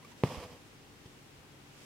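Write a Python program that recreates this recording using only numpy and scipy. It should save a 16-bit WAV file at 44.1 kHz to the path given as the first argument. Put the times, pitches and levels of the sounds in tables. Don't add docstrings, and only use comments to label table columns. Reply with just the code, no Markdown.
import sys
import numpy as np
from scipy import signal
from scipy.fft import rfft, irfft
from scipy.io import wavfile

SR = 44100
rng = np.random.default_rng(int(sys.argv[2]) if len(sys.argv) > 2 else 0)


def store_pcm(level_fs):
    pcm = np.round(np.clip(level_fs, -1, 1) * 32767).astype(np.int16)
    wavfile.write(sys.argv[1], SR, np.atleast_2d(pcm).T)


N = 81585
T = np.arange(N) / SR
FREQS = np.maximum(np.fft.rfftfreq(N, 1 / SR), 1)


def needle_pop(at_s=.2367, snap_half_width_s=.00032, snap_edge_hz=6100):
    cusp = from_db(-9.5) * np.exp(-np.abs(T - at_s) / snap_half_width_s)
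    snap = signal.sosfilt(signal.butter(1, snap_edge_hz, fs=SR, output="sos"), cusp + 1e-18)
    knock = from_db(-.5) * signal.lfilter(*signal.iirpeak(2630, Q=1.7, fs=SR), snap)
    crack = noise_burst(at_s, drive_db=-38.5, t60_s=.036, hz=3000, q=.97)
    steel = noise_burst(at_s, drive_db=-37, t60_s=.0012, hz=12000, q=.61)
    drum = from_db(-16) * cloth_ring(at_s)
    return (snap + crack) * panned(-2) + knock * panned(-17.5) + steel * panned(-8) + drum * panned(1)


# (frequency [Hz], relative level [dB], T60 [s])
CLOTH_MODES = [(111.4, -6.5, 0.071), (139, -3.5, 0.076), (165, -11, 0.098), (250.4, -11, 0.068),
               (383, -4.5, 0.035), (445, -17.5, 0.11), (610, -60, 0.025), (838, -9.5, 0.014),
               (1020, -16, 0.024)]

def cloth_ring(at_s):
    age_s = np.maximum(T - at_s, 0)
    return -sum(from_db(db - 60 * age_s / t60_s) * np.sin(2 * np.pi * hz * age_s)
                for hz, db, t60_s in CLOTH_MODES)


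def hoop_radiation(x, low_cut_hz=85, hollow_hz=1488):
    x = signal.sosfilt(signal.butter(2, low_cut_hz, "high", fs=SR, output="sos"), x + 1e-18)
    return signal.lfilter(*signal.iirnotch(hollow_hz, Q=1.95, fs=SR), x)


# (time [s], level [dB])
PULL_ENVELOPE = [(.225, -65.5), (.245, -41.5), (.29, -43.5), (.345, -42.5), (.39, -46.5), (.44, -46),
                 (.468, -52.5), (.49, -56.5), (.53, -52.5), (.575, -61), (.66, -83)]
# (frequency [Hz], relative density [dB])
RASP_SPECTRUM = [(35, -39), (70, -4), (140, 8), (200, -3), (260, 0), (350, -5), (560, 1), (720, -3),
                 (1150, -3.5), (1430, -15.5), (2300, -11), (3000, -11.5), (4200, -18.5), (6500, -20.5),
                 (7500, -22), (10000, -24), (11500, -30.5), (13500, -27), (15500, -39)]
# (frequency [Hz], width [Hz], boost [dB])
RASP_RESONANCES = [(493, 91, 2.5), (1060, 150, 0.5), (5100, 780, 5.5)]
# (frequency [Hz], L/R correlation [-])
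RASP_CORRELATION = [(60, 0.78), (150, 0.99), (640, 0.96), (1400, 0.77), (3100, 0.66), (6800, -0.13),
                    (15000, -0.43)]
# (frequency [Hz], L-R [dB])
FRICTION_PAN = [(60, -5.5), (300, -0.5), (1200, -1.5), (2400, -4.5), (4000, -2.5), (5200, -5), (8000, -0.5),
                (15000, -11)]

def thread_rasp(slips_per_s=3500, spread_db=2):
    sizes = from_db(spread_db * np.minimum(rng.exponential(1, (2, N)), 4))
    slips = np.sign(white_pair()) * sizes * (rng.random((2, N)) < slips_per_s / SR)
    boost_db = sum(db / (1 + (2 * (FREQS - hz) / width_hz) ** 2) for hz, width_hz, db in RASP_RESONANCES)
    rasp = shaped_stereo(slips, over_hz(RASP_SPECTRUM) + boost_db, RASP_CORRELATION, FRICTION_PAN)
    return rasp * envelope(PULL_ENVELOPE)


# (frequency [Hz], level [dB])
CLOTH_TONES = [(492, -53.5), (1060, -73)]

def cloth_singing(start_s=.202, end_s=.578, ramp_s=.027, fade_db_per_s=13):
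    attack = np.clip((T - start_s) / ramp_s, 0, 1)
    release = np.exp(-np.maximum(T - end_s, 0) / ramp_s)
    fade_db = fade_db_per_s * (T - start_s)
    out = 0
    for hz, db in CLOTH_TONES:
        phase = wavering_phase(hz, depth=.03, rate_hz=81)
        flutter_db = 2 * drift(25)
        out += from_db(db - fade_db + flutter_db) * np.sin(phase)
    return attack * release * out


# (time [s], level [dB], pitch [Hz])
NEEDLE_SQUEAKS = [(0.026, -53, 1017), (.046, -49, 1140), (0.117, -51, 952)]

def needle_squeaks(rise_s=.0016, t60_s=.066, octave_db=-5.5, rub_db=-5.5):
    rub = shaped_stereo(white_pair(), over_hz(RUSTLE_SPECTRUM), RASP_CORRELATION, FRICTION_PAN)
    out = 0
    for at_s, db, hz in NEEDLE_SQUEAKS:
        age_s = np.maximum(T - at_s, 0)
        gain = np.minimum(age_s / rise_s, 1) * from_db(db - 60 * age_s / t60_s)
        phase = wavering_phase(hz, depth=.038, rate_hz=202)
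        tone = np.sin(phase) + from_db(octave_db) * np.sin(2 * phase)
        out += gain * (tone + from_db(rub_db) * rub)
    return out


# (time [s], gain [dB], contact time [s])
CLOTH_BUMPS = [(.222, -51, 0.00065), (0.253, -34, 0.00037), (.456, -42, .002), (1.057, -41, 0.0011)]

def cloth_bumps():
    out = 0
    for at_s, db, contact_s in CLOTH_BUMPS:
        pole = np.exp(-2 / (contact_s * SR))
        out += from_db(db) * signal.lfilter([1 - pole], [1, -pole], cloth_ring(at_s) + 1e-18)
    return out * panned(1)


# (time [s], envelope peak [dB])
HOOP_TUGS = [(.382, -43), (1.395, -61.5)]

def hoop_tugs(hz=69.6, half_width_s=.013):
    swings = sum(from_db(db) * np.exp(-((T - at_s) / half_width_s) ** 2) * np.sin(2 * np.pi * hz * (T - at_s))
                 for at_s, db in HOOP_TUGS)
    return swings * panned(-13)


# (time [s], level [dB], frequency [Hz])
LIGHT_TICKS = [(0.273, -46.5, 1900), (1.059, -56.5, 3100)]

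def light_ticks(t60_s=.041, q=5):
    out = 0
    for at_s, db, hz in LIGHT_TICKS:
        bandwidth_makeup = np.sqrt(SR * q / (np.pi * hz))
        out += bandwidth_makeup * noise_burst(at_s, db, t60_s, hz, q)
    return out


# (time [s], level [dB])
RUSTLE_ENVELOPE = [(0, -68), (.05, -67), (.085, -60), (.115, -59), (.15, -68.5), (.19, -59.5), (.24, -59.5),
                   (.7, -65), (1.0, -65.5), (1.07, -62.5), (1.15, -64.5), (1.58, -66.5), (1.72, -63),
                   (1.83, -57)]
# (frequency [Hz], relative density [dB])
RUSTLE_SPECTRUM = [(100, -33), (400, 6.5), (1000, -4.5), (1500, -1), (2800, 2), (4200, -4.5), (5200, -3),
                   (8000, -6), (15500, -21)]

def hand_rustle():
    rustle = shaped_stereo(white_pair(), over_hz(RUSTLE_SPECTRUM), ROOM_CORRELATION, FRICTION_PAN)
    return rustle * envelope(RUSTLE_ENVELOPE)


# (frequency [Hz], level [dB])
HUM_TONES = [(50, -75), (100, -66.5), (141, -63.5), (233, -72), (290, -67.5), (362, -70.5), (795, -75)]
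# (frequency [Hz], relative density [dB])
ROOM_SPECTRUM = [(15, -37), (25, -12), (38, -15), (71, -7.5), (91, -10), (140, -3), (169, -8), (233, -7.5),
                 (260, -7), (289, -8.5), (389, -11.5), (421, -10), (614, -16.5), (804, -15.5), (919, -16),
                 (3000, -21), (15500, -36.5)]
# (frequency [Hz], L/R correlation [-])
ROOM_CORRELATION = [(60, 0.67), (150, 0.82), (380, 0.62), (950, 0.15), (2380, -0.02), (5980, 0.005),
                    (15000, -0.036)]
# (frequency [Hz], L-R [dB])
ROOM_BALANCE = [(50, 4), (300, 1), (2000, 3.5), (15000, 3.5)]

def room_tone(noise_db=-57, waver_db=2, waver_hz=1.8):
    hum = 0
    for hz, db in HUM_TONES:
        gain = from_db(db + waver_db * drift(waver_hz))
        hum += gain * np.sin(2 * np.pi * hz * T + drift(waver_hz))
    noise = shaped_stereo(white_pair(), over_hz(ROOM_SPECTRUM), ROOM_CORRELATION, ROOM_BALANCE)
    return hum + from_db(noise_db) * noise


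def noise_burst(at_s, drive_db, t60_s, hz, q):
    burst = white_pair() * (T > at_s) * from_db(drive_db - 60 * np.abs(T - at_s) / t60_s)
    return signal.lfilter(*signal.iirpeak(hz, q, fs=SR), burst + 1e-18)


def shaped_stereo(pair, spectrum_db, correlation_table, pan_table):
    mid, side = rfft(pair)
    correlation = np.clip(over_hz(correlation_table), -.99, .99)
    stereo = np.sqrt(1 + correlation) * mid + np.sqrt(1 - correlation) * side * [[1], [-1]]
    return unit_rms(irfft(stereo * from_db(spectrum_db) * panned(over_hz(pan_table)), N))


def wavering_phase(hz, depth, rate_hz):
    return 2 * np.pi * np.cumsum(hz * (1 + depth * drift(rate_hz))) / SR


def drift(corner_hz):
    return unit_rms(irfft(rfft(rng.standard_normal(N)) / (1 + (FREQS / corner_hz) ** 2), N))


def white_pair():
    return rng.standard_normal((2, N))


def envelope(points):
    return from_db(np.interp(T, *np.transpose(points)))


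def over_hz(points):
    hz, value = np.transpose(points)
    return np.interp(np.log(FREQS), np.log(hz), value)


def panned(db):
    return from_db(np.array([[.5], [-.5]]) * db)


def unit_rms(x):
    return x / np.sqrt(np.mean(x ** 2) + 1e-20)


def from_db(db):
    return 10 ** (np.asarray(db) / 20)


def scene():
    needle_and_bumps = needle_squeaks() + hoop_radiation(needle_pop() + cloth_bumps())
    pull = thread_rasp() + cloth_singing() + hoop_tugs()
    return needle_and_bumps + pull + light_ticks() + hand_rustle() + room_tone()


def record(dry):
    cutoff_hz = 15850
    return signal.sosfilt(signal.ellip(10, .1, 70, cutoff_hz, fs=SR, output="sos"), dry)


dry = scene()
out = record(dry)
store_pcm(out)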